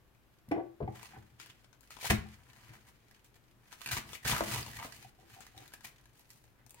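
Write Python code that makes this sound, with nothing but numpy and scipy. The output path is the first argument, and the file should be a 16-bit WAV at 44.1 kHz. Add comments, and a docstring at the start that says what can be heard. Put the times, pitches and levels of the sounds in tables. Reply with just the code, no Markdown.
"""A knife crunches down through a wedge of raw cabbage in two pushes, after a hand has turned it on the board.
Leaf cells burst in dense random clicks shaped by band-passes; single ribs snap as short splinters of noise.
Blows and the push of the knife ring decaying modes of the board, the worktop and the blade.
Rubbed leaves rustle, loose ones tick, and a faint squeak swells at the very end.
A small hard kitchen answers with decaying noise, over filtered noise for a fridge hum and microphone hiss."""
import sys
import numpy as np
from scipy import signal
from scipy.fft import rfft, irfft
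from scipy.io import wavfile
from scipy.ndimage import uniform_filter1d

SR = 44100
rng = np.random.default_rng(int(sys.argv[2]) if len(sys.argv) > 2 else 0)


def file_out(sig):
    """Save sig as 16-bit WAV at sys.argv[1]."""
    # one column per channel
    cols = np.atleast_2d(sig).T
    # limit, then scale
    lim = np.clip(cols, -1, 1)
    pcm = np.round(lim * 32767).astype(np.int16)
    wavfile.write(sys.argv[1], SR, pcm)


N = 299880  # length in samples


def undb(db):
    """Turn decibels into a plain gain."""
    return 10 ** (np.asarray(db) / 20)


def unit(x):
    """Scale a signal to an average (RMS) level of 1."""
    return x / np.sqrt(np.mean(x ** 2))


def sides(pan_db):
    """Gains of left and right; a positive pan_db makes the left louder by that much."""
    return undb(np.array([pan_db, -pan_db]) / 2)


def lowpass(x, edge_hz):
    """Dull a sound by weakening what lies above edge_hz."""
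    return signal.lfilter(*signal.butter(2, edge_hz / SR * 2), x)


def colour(x, peaks):
    """Sum of band-passes, each with gain 1 at its centre before its own level is applied."""
    total = 0
    for hz, width_hz, db in peaks:
        total = total + undb(db) * signal.lfilter(*signal.iirpeak(hz, hz / width_hz, SR), x)
    return total


def ring(x, modes, free=0.76):
    """Each mode is a decaying rotation pushed by x; a hand or a weight on it (small free) shortens the ring."""
    total = 0
    for k, (hz, db, t60) in enumerate(modes):
        pole = np.exp(2j * np.pi * hz / SR - np.log(1000) / (free * t60 * SR))
        swing = signal.lfilter([pole.imag], [1, -2 * pole.real, abs(pole) ** 2], x)
        # neighbours swing in opposite sense, so little sounds below and above them
        total = total + (-1) ** k * undb(db) * swing
    return total


def walk(rate):
    """Random levels, a new one every 1 / rate s, smoothed twice into gentle wandering."""
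    k = int(SR / rate)
    steps = np.repeat(rng.standard_normal(N // k + 1), k)
    return uniform_filter1d(uniform_filter1d(steps, k), k)[:N]


def bursts(per_s, spread_db):
    """Random clicks of either sign, a few much larger than the rest."""
    chance = rng.random((3, N))
    happens = chance[0] < per_s / SR
    size_db = spread_db * np.minimum(-np.log(1 - chance[2]), 4)
    return happens * np.sign(chance[1] - .5) * undb(size_db)


def follow(tables):
    """Columns of the curve tables, sample by sample, and a gate that is shut outside them."""
    t, rows = np.arange(N) / SR, np.vstack(tables)
    gate = sum((t >= table[0][0]) & (t < table[-1][0]) for table in tables)
    curves = [np.interp(t, rows[:, 0], column) for column in rows[:, 1:].T]
    return uniform_filter1d(np.minimum(gate, 1.), 201), curves


# Colour of the quiet kitchen. Each row: frequency in Hz, relative strength in dB per Hz.
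STILL = [(25, -14), (50, -1), (90, -10), (122, 1), (150, -11), (340, -13), (550, -19), (1500, -22),
         (2500, -26), (5500, -34), (9000, -37), (13500, -33), (15800, -36)]
# How much left and right share. Each row: frequency in Hz, likeness from 0 to 1.
ALIKE = [(60, 0.66), (130, 0.67), (290, 0.5), (700, 0.53), (1400, 0.12)]
STILL_DB = -67  # level of what both sides share, before the balance of left and right


def still():
    """Steady air with the drone of a fridge and microphone hiss, most alike at both sides in the bass."""
    log_hz = np.log(np.maximum(np.fft.rfftfreq(N, 1 / SR), 1))
    still_hz, strength_db = np.array(STILL).T
    alike_hz, likeness = np.array(ALIKE).T
    gain = undb(np.interp(log_hz, np.log(still_hz), strength_db))
    alike = np.clip(np.interp(log_hz, np.log(alike_hz), likeness), 0, 1)
    mid, side = rfft(rng.standard_normal((2, N))) * gain * np.sqrt([1 + alike, 1 - alike])
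    air = irfft(np.array([mid + side, mid - side]), N) / np.std(irfft(mid, N))
    return undb(STILL_DB) * air * sides(2.2)[:, None]


# Seconds in which the echoes sink by 60 dB: bass and treble from the walls, then nearby surfaces.
KITCHEN_T60_LOW, KITCHEN_T60_HIGH, NEAR_T60 = 0.36, .21, 0.06
NEAR_DB = 3.5  # starting strength of the near echoes against the far ones
KITCHEN_DB = -2.5  # echo strength against the direct sound


def kitchen(x):
    """Diffuse echoes, different at each side: quick ones from nearby surfaces, then walls, treble dying first."""
    t = np.arange(SR // 2) / SR
    noise = rng.standard_normal((2, len(t)))
    low = signal.lfilter(*signal.butter(1, 3000 / SR * 2), noise)
    tail = low * undb(-60 * t / KITCHEN_T60_LOW) + (noise - low) * undb(-60 * t / KITCHEN_T60_HIGH)
    tail += noise * undb(NEAR_DB - 60 * t / NEAR_T60)
    tail *= np.minimum(t / 0.0013, 1)  # echoes fade in over 1.3 ms
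    tail = signal.lfilter(*signal.butter(2, 220 / SR * 2, "high"), tail)
    tail /= np.sqrt(np.sum(tail ** 2, axis=1, keepdims=True))
    return undb(KITCHEN_DB) * signal.fftconvolve(x, tail, axes=1)[:, :N]


# The level passes SQUEAK_DB at SQUEAK_FROM_S, climbing all the time.
SQUEAK_FROM_S, SQUEAK_HZ, SQUEAK_DB, SQUEAK_SWELL_DB_PER_S = 6.755, 940, -80, 398


def squeak():
    """Quick stick-slip: a slightly rough tone and its octave."""
    since = np.arange(N) / SR - SQUEAK_FROM_S
    rough_hz = SQUEAK_HZ * (1 + 0.0123 * walk(350))
    phase = 2 * np.pi * np.cumsum(rough_hz) / SR
    return undb(SQUEAK_DB + SQUEAK_SWELL_DB_PER_S * since) * (np.sin(phase) + .5 * np.sin(2 * phase))


# Seconds from which the ticks have full strength.
TICKS_PER_S, TICK_DB, FULL_TICKS_FROM_S = 14., -70, .9


def ticks():
    """Loose leaves settle with faint scattered ticks, each a few ms of splinters."""
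    t = np.arange(1024) / SR
    strength = np.where(np.arange(N) / SR < FULL_TICKS_FROM_S, .4, 1)
    starts = np.abs(bursts(TICKS_PER_S, spread_db=3.0)) * strength
    shape = signal.fftconvolve(starts, np.exp(-t / 0.0048))[:N]
    noise = rng.standard_normal((2, N))
    splinters = unit(colour(noise, CELL)) + undb(-8.0) * unit(colour(noise, CELL_TOP))
    return undb(TICK_DB) * shape * splinters


# Leaves rubbed by hand, blade or board; each swells from and dies to 20 dB below its loudest.
# Each row: loudest moment in seconds, swell in seconds, dying in seconds, crackle level in dB,
# brightness in dB and fullness in dB, both against the crackle.
RUSTLES = [(0.973, 0.091, 0.36, -61.5, 4, 7.5), (1.048, 0.03, 0.061, -54, -15, -16),
           (1.168, 0.11, 0.0097, -83, -12, 31.5), (1.4, 0.016, 0.15, -55, -4, -27),
           (1.501, 0.014, 0.023, -61, -12, 4), (1.6, 0.099, 0.068, -73.5, -3, 1),
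           (1.84, 0.05, 0.083, -72.5, 8, -11), (1.904, 0.0026, 0.087, -53, 3.5, -11),
           (2.07, 0.055, 0.021, -37.5, 6, -11), (2.103, 0.012, 0.047, -30.5, 4, 3),
           (2.337, 0.18, 0.025, -59.5, -5, -0.5), (2.501, 0.0058, 0.01, -64, -44, -18),
           (2.602, 0.028, 0.9, -68.5, -3, 0), (2.766, 0.79, 0.06, -67.5, 6, 9),
           (2.896, 0.096, 0.022, -70.5, 12, 11), (3.164, 0.11, 0.022, -68.5, -7, -12),
           (3.245, 0.0097, 0.041, -70, 13, -8), (3.358, 0.009, 0.03, -63, 5, 3.5),
           (3.68, 0.15, 0.033, -71.5, 6, 7.5), (5.046, 0.053, 0.051, -66, -2, -13),
           (5.201, 0.079, 0.37, -72.5, 4, 7), (5.352, 0.11, 0.066, -60, 5, 4),
           (5.41, 0.015, 0.11, -58, 1, -3), (5.59, 0.11, 0.31, -63, 4.5, 2.5),
           (5.741, 0.014, 0.0095, -48.5, 6, -20), (5.849, 0.023, 0.059, -54, 8, -1),
           (6.0, 0.041, 0.16, -80, 4, 10), (6.2, 0.11, 0.056, -72, 13, -9),
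           (6.308, 0.055, 0.21, -75, 17, 0), (6.6, 0.071, 0.043, -82.5, 4, 21.5),
           (6.8, 0.11, .05, -67, 0, -5)]


def rustles():
    """Gains of body, top and low crackle: each rustle swells and dies evenly in dB, and their powers add."""
    t, power = np.arange(N) / SR, np.zeros((3, N))
    for s, swell, dying, db, bright_db, full_db in RUSTLES:
        peak_power = undb([db, db + bright_db, db + full_db]) ** 2
        fade = undb(-40 * np.maximum((s - t) / swell, (t - s) / dying))
        power += np.outer(peak_power, fade)
    return np.sqrt(power)


RUSTLE_LOAD_DB = -6  # how strongly the low part of the rubbing drives the hum


def worktop(rubbing):
    """The uneven push through the cabbage keeps worktop, board and blade humming; rubbing does so too."""
    gate, (_, _, load_db, _) = follow(CUTS)
    push = bursts(per_s=300., spread_db=3.0)
    hum = unit(ring(push, WORKTOP, 0.18))
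    hum = hum + undb(-10.5) * unit(ring(push, BOARD, 0.16))
    hum = hum + undb(-17.5) * unit(ring(push, BLADE, 0.18))
    load = gate * undb(load_db) + undb(RUSTLE_LOAD_DB) * rubbing[2]
    return load * hum * sides(2.7)[:, None]


DETUNE = .018  # each blow lands elsewhere and shifts the modes by about this share


def detuned(modes):
    """The same modes, each shifted a little in pitch."""
    shifts = DETUNE * rng.standard_normal(len(modes))
    return [(hz * (1 + shift), db, t60) for (hz, db, t60), shift in zip(modes, shifts)]


# Notes at which worktop, board, blade and the cracking surface ring.
# Each row: frequency in Hz, relative level in dB, seconds to sink by 60 dB when fully free.
WORKTOP = [(46.5, -28, 0.524), (78.9, -1.5, 0.97), (103.2, 3.5, 0.62), (123.1, 8.5, 0.57),
           (169.5, -9, 0.85), (213.7, -3, 0.65)]
BOARD = [(287.3, -3.5, 0.31), (334, -2.5, 0.48), (364, -5.5, 0.28), (414, 0, 0.17), (470, -5.5, 0.096),
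         (514, -1, 0.15), (560, -10, 0.12), (618, -4.5, 0.17), (685, -5.5, 0.23), (954, -9, 0.11),
         (1180, -8, 0.11), (1112, -5.5, 0.17)]
BLADE = [(735, -5, 0.06), (782, 0, 0.085), (845, -9, 0.05)]
CRACK = [(1070, -35, 0.011), (1450, 0, 0.031), (1750, 4, 0.028), (2040, 5.5, 0.027), (2370, 9, 0.012),
         (3040, 7, 0.0061), (4400, -5.5, 0.0014), (7100, -21, 0.0052), (11000, -44, 0.00085)]
# The contact itself, heard before the board rings.
# Each row: centre in Hz, width in Hz, level in dB against the ring of the board.
TOUCH = [(472, 940, -5)]
# Blows on the board; the rows from 5.18 s on are the blade rubbing and squeaking. # Each row: start in seconds,
# then the levels of board, worktop, blade and crack in dB, # freedom to ring from 0 to 1 (0.1 at least is
# used), contact in ms.
KNOCKS = [(0.484, -66, -42.5, -74, -71, 0.11, 1.7), (0.512, -26, -54, -62, -39, 0.24, 4.4),
          (0.518, -24, -50, -30, -36.5, 0.33, 4.8), (0.533, -33, -64, -47, -42, 0.41, 30),
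          (0.562, -30.5, -61, -45, -63, 0.26, 6.2), (0.578, -29.5, -59, -51, -63, 0.22, 7.9),
          (0.594, -37.5, -54, -39, -48.5, 1, 5.7), (0.8042, -30.5, -37, -57, -67, 0.46, 6.7),
          (0.826, -32.5, -27.5, -65, -49, 0.02, 9.8), (0.8764, -38.5, -35.5, -33, -46, 0.42, 1.03),
          (1.133, -57.5, -56, -51, -54, 1, 7.5), (1.165, -48.5, -46.5, -51, -66, 0.43, 2.5),
          (1.319, -85, -56.5, -82, -75, 0.44, 8), (2.102, -26, -24.5, -34, -18, 0.22, 2.7),
          (2.1064, -33.5, -25, -38, -17.5, 0.54, 1.1), (2.126, -41, -23.5, -47, -55, 0.44, 1.9),
          (2.174, -66, -30, -67, -63, 0, 10), (2.256, -79, -49.5, -54, -63, 1, 0.66),
          (2.692, -58.5, -48, -70, -50, 0.2, 10.2), (4.4072, -19, -27.5, -51, -32, 0.1, 0.68),
          (4.424, -31, -41, -60, -54, 0.1, 1.72), (4.849, -37, -65, -56, -55, 0.05, 3.77),
          (5.047, -68, -56, -48, -75, 0.3, 1.3), (5.186, -60.5, -70, -60.5, -76, 0.7, 7),
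          (5.221, -61, -74, -63, -76, 0.9, 12), (5.362, -61, -70, -54, -61, 0.4, 15),
          (5.385, -72, -71, -53, -65, 0.45, 19), (5.416, -66, -71, -65, -70, 0.5, 5.6),
          (5.543, -63, -54.5, -58, -70, 0.7, 7.5), (5.569, -55.5, -61, -55, -64, 0.94, 17),
          (5.619, -54, -72, -56, -57, 0.22, 2.5)]
STRIKE = .9  # first touch against the rattle after it
THUD_EDGE_HZ = 2250  # edge of the dulling for a contact of 1 ms
KNOCK_PAN_DB, KNOCK_LAG = 2.5, 6  # the board lies to the left: louder there, later at the right (samples)


def knocks():
    """A rattling contact drives board, worktop, blade and the hard crack of the surface, each at its own level."""
    out, t = np.zeros(N + SR // 3), np.arange(SR // 3) / SR
    for s, *dbs, free, contact_ms in KNOCKS:
        shape = t / (max(contact_ms, .2) / 1000)
        rattle = np.minimum(6 * shape, 1) * np.exp(-shape) * rng.standard_normal(len(t))
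        rattle[0] += STRIKE * np.sqrt(np.sum(rattle ** 2))  # the first touch is one clean blow
        # longer contact, duller thud
        thud = lowpass(rattle, np.clip(THUD_EDGE_HZ / contact_ms ** 0.57, 500, 5000))
        free = np.clip(free, .1, 1.5)
        board, top, blade = [ring(thud, detuned(modes), free) for modes in (BOARD, WORKTOP, BLADE)]
        touch = colour(thud, TOUCH)
        board = board / np.abs(board).max() - touch * undb(TOUCH[0][2]) / np.abs(touch).max()
        # a soft blow, weak in crack against the board, also has a duller crack
        edge_hz = np.clip(5500 * undb(0.49 * (dbs[3] - dbs[0])), 1500, 18000)
        crack = lowpass(ring(rattle, CRACK, free), edge_hz)
        i = int(s * SR)
        for gain, part in zip(undb(dbs), (board, top, blade, crack)):
            out[i:i + len(t)] += gain * part / np.abs(part).max()
    both = np.array([out[:N], np.roll(out, KNOCK_LAG)[:N]])
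    return sides(KNOCK_PAN_DB)[:, None] * both


# Ribs that snap, with short squeaks near 1.9 to 2.05 s and the click of the blow at 4.407 s. # Each row: start
# in seconds, level in dB, brightness in dB against that, # note of the hollow between the leaves in Hz.
SNAPS = [(0.148, -65.5, 4, 2500), (0.386, -61, -5, 1490), (0.488, -65.5, 15, 2650),
         (0.5154, -42.5, -15, 2610), (0.965, -63, 5, 746), (1.0297, -43, 2, 1110), (1.068, -62, 7, 5600),
         (1.048, -47.5, 4, 2340), (1.399, -44.5, -17, 1480), (1.412, -48, -9, 6900), (1.46, -47, 1, 1620),
         (1.499, -47, -4, 3240), (1.644, -53, -42, 1470), (1.729, -56, -29, 1500), (1.808, -63.5, 14, 1090),
         (1.832, -55, 0, 1680), (1.9056, -40.5, -4, 1440), (1.967, -44.5, -26, 1210),
         (1.9875, -45, -22, 1180), (2.0291, -38, -11, 1100), (2.0436, -34, -20, 810),
         (2.0548, -31, -8, 1520), (2.2873, -59, 4, 781), (2.424, -90.5, -10, 1720), (2.498, -57, -15, 2420),
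         (2.532, -53.5, -23, 1830), (2.5622, -55, -25, 2150), (3.111, -54.5, 2, 2080),
         (3.164, -56, -15, 1630), (3.245, -60.5, 12, 1700), (3.357, -61, 9, 900), (3.7192, -51, -19, 1870),
         (3.7264, -42, -17, 1500), (3.808, -46, -10, 1300), (3.8157, -40, -5, 1530),
         (3.8601, -29, -22, 2560), (3.8741, -32.5, -2, 1800), (3.8885, -31, -17, 2620),
         (3.912, -28.5, -5, 1580), (3.9176, -36, 8, 1710), (3.929, -39, -20, 1380), (3.968, -32, -22, 1100),
         (3.973, -32, -22, 2220), (3.9847, -38, -21, 1080), (4.0514, -53, -24, 1720),
         (4.1314, -35.5, -22, 1414), (4.153, -38.5, -19, 2764), (4.25, -30, -15, 1500),
         (4.2543, -30, -25, 2000), (4.2711, -29, -26.5, 1680), (4.296, -28, -8, 1170),
         (4.316, -26, -15, 3850), (4.4066, -29, -20, 1088), (4.495, -40, -12, 1693),
         (4.525, -33.5, -7, 1083), (4.546, -33, 8, 1100), (4.56, -30, -7, 1040), (4.628, -36.5, -18, 4933),
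         (4.6626, -38, -32, 1002), (4.681, -42, -20, 819.5), (4.734, -41.5, -25, 1897),
         (4.789, -37, -27, 2103), (4.798, -37, -30, 927), (4.821, -49, -33, 1076), (4.84, -48, -33, 1100),
         (4.923, -41.5, -2, 1875), (5.026, -49.5, -24, 1450), (5.4058, -48, -4, 1510),
         (5.414, -58.5, 0, 4660), (5.466, -47, 0, 2030), (5.5775, -46, 2, 3930), (5.632, -51, -10, 1410),
         (5.6783, -62, 15, 4800), (5.72, -52, -11, 1490), (5.7366, -40, 4, 1720), (5.808, -49.5, -7, 1830),
         (5.8469, -40.5, 0, 2390), (6.012, -70, 9, 4050), (6.0561, -51, -2, 1630), (6.154, -62, 2, 1760),
         (6.194, -59, 11, 756), (6.304, -62.5, 21, 1375), (6.4401, -58, 4, 735), (6.664, -63, 11.5, 738),
         (6.695, -74, 30.5, 767), (6.707, -61.5, 25.5, 1150), (6.744, -52, 10, 1110)]
HOLLOW_DB = -2  # the hollow's note against the snap's body
SNAP_PAN_DB, SNAP_SCATTER_DB = 3, 8  # average lean to the left, random spread around it
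SNAP_RISE_S, CLICK_S = .0004, .0012  # the treble of a snap is mostly its first instant


def snaps():
    """A sharp click, a few ms of splinters, and a short note from the hollow next to the rib."""
    out, t = np.zeros((2, N + 2048)), np.arange(2048) / SR
    for s, db, bright_db, hollow_hz in SNAPS:
        fade = np.exp(-t / 0.0012) + 0.49 * np.exp(-t / 0.0058)
        split = rng.standard_normal(len(t)) * fade * np.minimum(t / SNAP_RISE_S, 1)
        body = colour(split, CELL)
        click = colour(split * (np.exp(-t / CLICK_S) + 0.1), CELL_TOP)
        hollow = ring(split, [(hollow_hz, 0, .011)])
        gains = undb([0, bright_db, HOLLOW_DB])
        snap = sum(gain * part / np.abs(part).max() for gain, part in zip(gains, (body, click, hollow)))
        pan = sides(SNAP_PAN_DB + SNAP_SCATTER_DB * rng.standard_normal())
        i = int(s * SR)
        out[:, i:i + len(t)] += undb(db) * np.outer(pan, snap)
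    return out[:, :N]


# Colour of bursting cells: their body, their treble, and the low part from tearing ribs.
# Each row: centre in Hz, width in Hz, relative level in dB.
CELL = [(2155, 670, 7), (2650, 1400, 9.5), (4310, 1670, 0.5), (6240, 720, -2.5)]
CELL_TOP = [(7740, 10800, 0), (11800, 17000, 0.064)]
CELL_LOW = [(780, 160, -2), (1043, 150, -3.5), (1536, 1250, 4)]
# The knife going through, one table per push. Each row: time in seconds, crackle level in dB,
# fullness in dB against the crackle, load on the worktop in dB, note of the opening slit in Hz.
CUTS = [
    [(3.68, -87, -8, -78, 1500), (3.734, -53.5, 4, -83, 1500), (3.762, -73, -15, -67, 1502),
     (3.848, -56, -14, -88, 1490), (3.88, -81, 8, -53, 1700), (3.915, -39, 0, -53, 1604),
     (3.94, -45, -5, -43, 1391), (3.975, -41.5, -3, -43, 2103), (4.015, -64, -15, -54, 1117),
     (4.05, -67, -13, -54, 1103), (4.1, -57, -5, -55, 1049), (4.126, -58.5, -15, -60, 1402),
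     (4.152, -50, -25, -57, 2498), (4.2, -78, -13, -85, 1997), (4.24, -60.5, 7, -65, 1994)],
    [(4.246, -41.5, 3, -50, 2005), (4.26, -43.5, -3, -40, 1905), (4.29, -34.5, -5, -44, 1600),
     (4.315, -33, -4, -32, 1299), (4.335, -40.5, 9.5, -36.5, 1057), (4.375, -41.5, 6, -42.5, 1414),
     (4.4, -44, -1, -47, 1149), (4.435, -50, -19, -47, 996), (4.49, -43.5, -3, -44, 1489),
     (4.556, -45, -1.5, -46, 1058), (4.61, -47, -5, -46, 1103), (4.645, -61, -9, -56, 1095),
     (4.68, -52, -9, -50, 904.4), (4.72, -59.5, -6, -55, 1903), (4.77, -55.5, -4, -52.5, 1896),
     (4.8, -61, 18, -55, 899.4), (4.84, -50, 3, -52.5, 1158), (4.89, -61, -24, -61, 1097),
     (5.012, -68.5, -17, -63, 1360), (5.1, -72, -2, -79, 1390)],
]
CUT_BRIGHT_DB, CUT_PAN_DB, RUSTLE_PAN_DB = 7, 0.5, 1
SLIT_DB, SLIT_WIDTH_HZ = -2, 300


def leaves(rubbing):
    """Cells burst in clumps, partly different at each side, and thick ribs tear in coarser steps."""
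    gate, (db, full_db, _, slit_hz) = follow(CUTS)
    clumps = undb(3.6 * walk(220))
    clumps = clumps * undb(1.0 * walk(45))  # leaf after leaf gives way
    own = np.array([bursts(per_s=2000., spread_db=4.0) for _ in range(2)])  # each side's own cells
    cells = (bursts(per_s=3700.0, spread_db=1.5) + 2.2 * own) * clumps
    ribs = bursts(per_s=380.0, spread_db=4.0) * clumps + 0.14 * cells
    body = unit(colour(cells, CELL))
    top = undb(-8.5) * unit(colour(cells, CELL_TOP))
    low = undb(-7.5) * unit(colour(colour(ribs, CELL_LOW), CELL_LOW))
    # the tearing also rings the slit beside the blade, whose note moves as it opens
    slit_tone = np.cos(2 * np.pi * np.cumsum(slit_hz) / SR)
    slit = lowpass(ribs + 0.32 * cells, SLIT_WIDTH_HZ / 2) * slit_tone
    tear = 1.04 * low + undb(SLIT_DB) * unit(slit)
    cut = gate * undb(db) * (body + undb(CUT_BRIGHT_DB) * top + undb(full_db) * tear)
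    # rubbed leaves crackle with the same cells
    rub = sum(gain * part for gain, part in zip(rubbing, (body, top, low)))
    return cut * sides(CUT_PAN_DB)[:, None] + rub * sides(RUSTLE_PAN_DB)[:, None]


RIGHT_LAG = 4  # samples by which the right side hears all the near sounds later


def scene():
    """Add up the near sounds, let the kitchen answer them, and lay them over the still air."""
    rubbing = rustles()
    near = leaves(rubbing) + snaps() + knocks() + worktop(rubbing) + squeak() + ticks()
    near[1] = np.roll(near[1], RIGHT_LAG)
    # small sources radiate no slow pressure
    near = signal.sosfilt(signal.butter(3, 38, "high", fs=SR, output="sos"), near)
    return near + kitchen(near) + still()


TOP_HZ = 15900


def record(dry):
    """The recorder cuts the treble steeply above TOP_HZ."""
    return signal.sosfilt(signal.ellip(10, .2, 70, TOP_HZ, fs=SR, output="sos"), dry)


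dry = scene()
out = record(dry)
file_out(out)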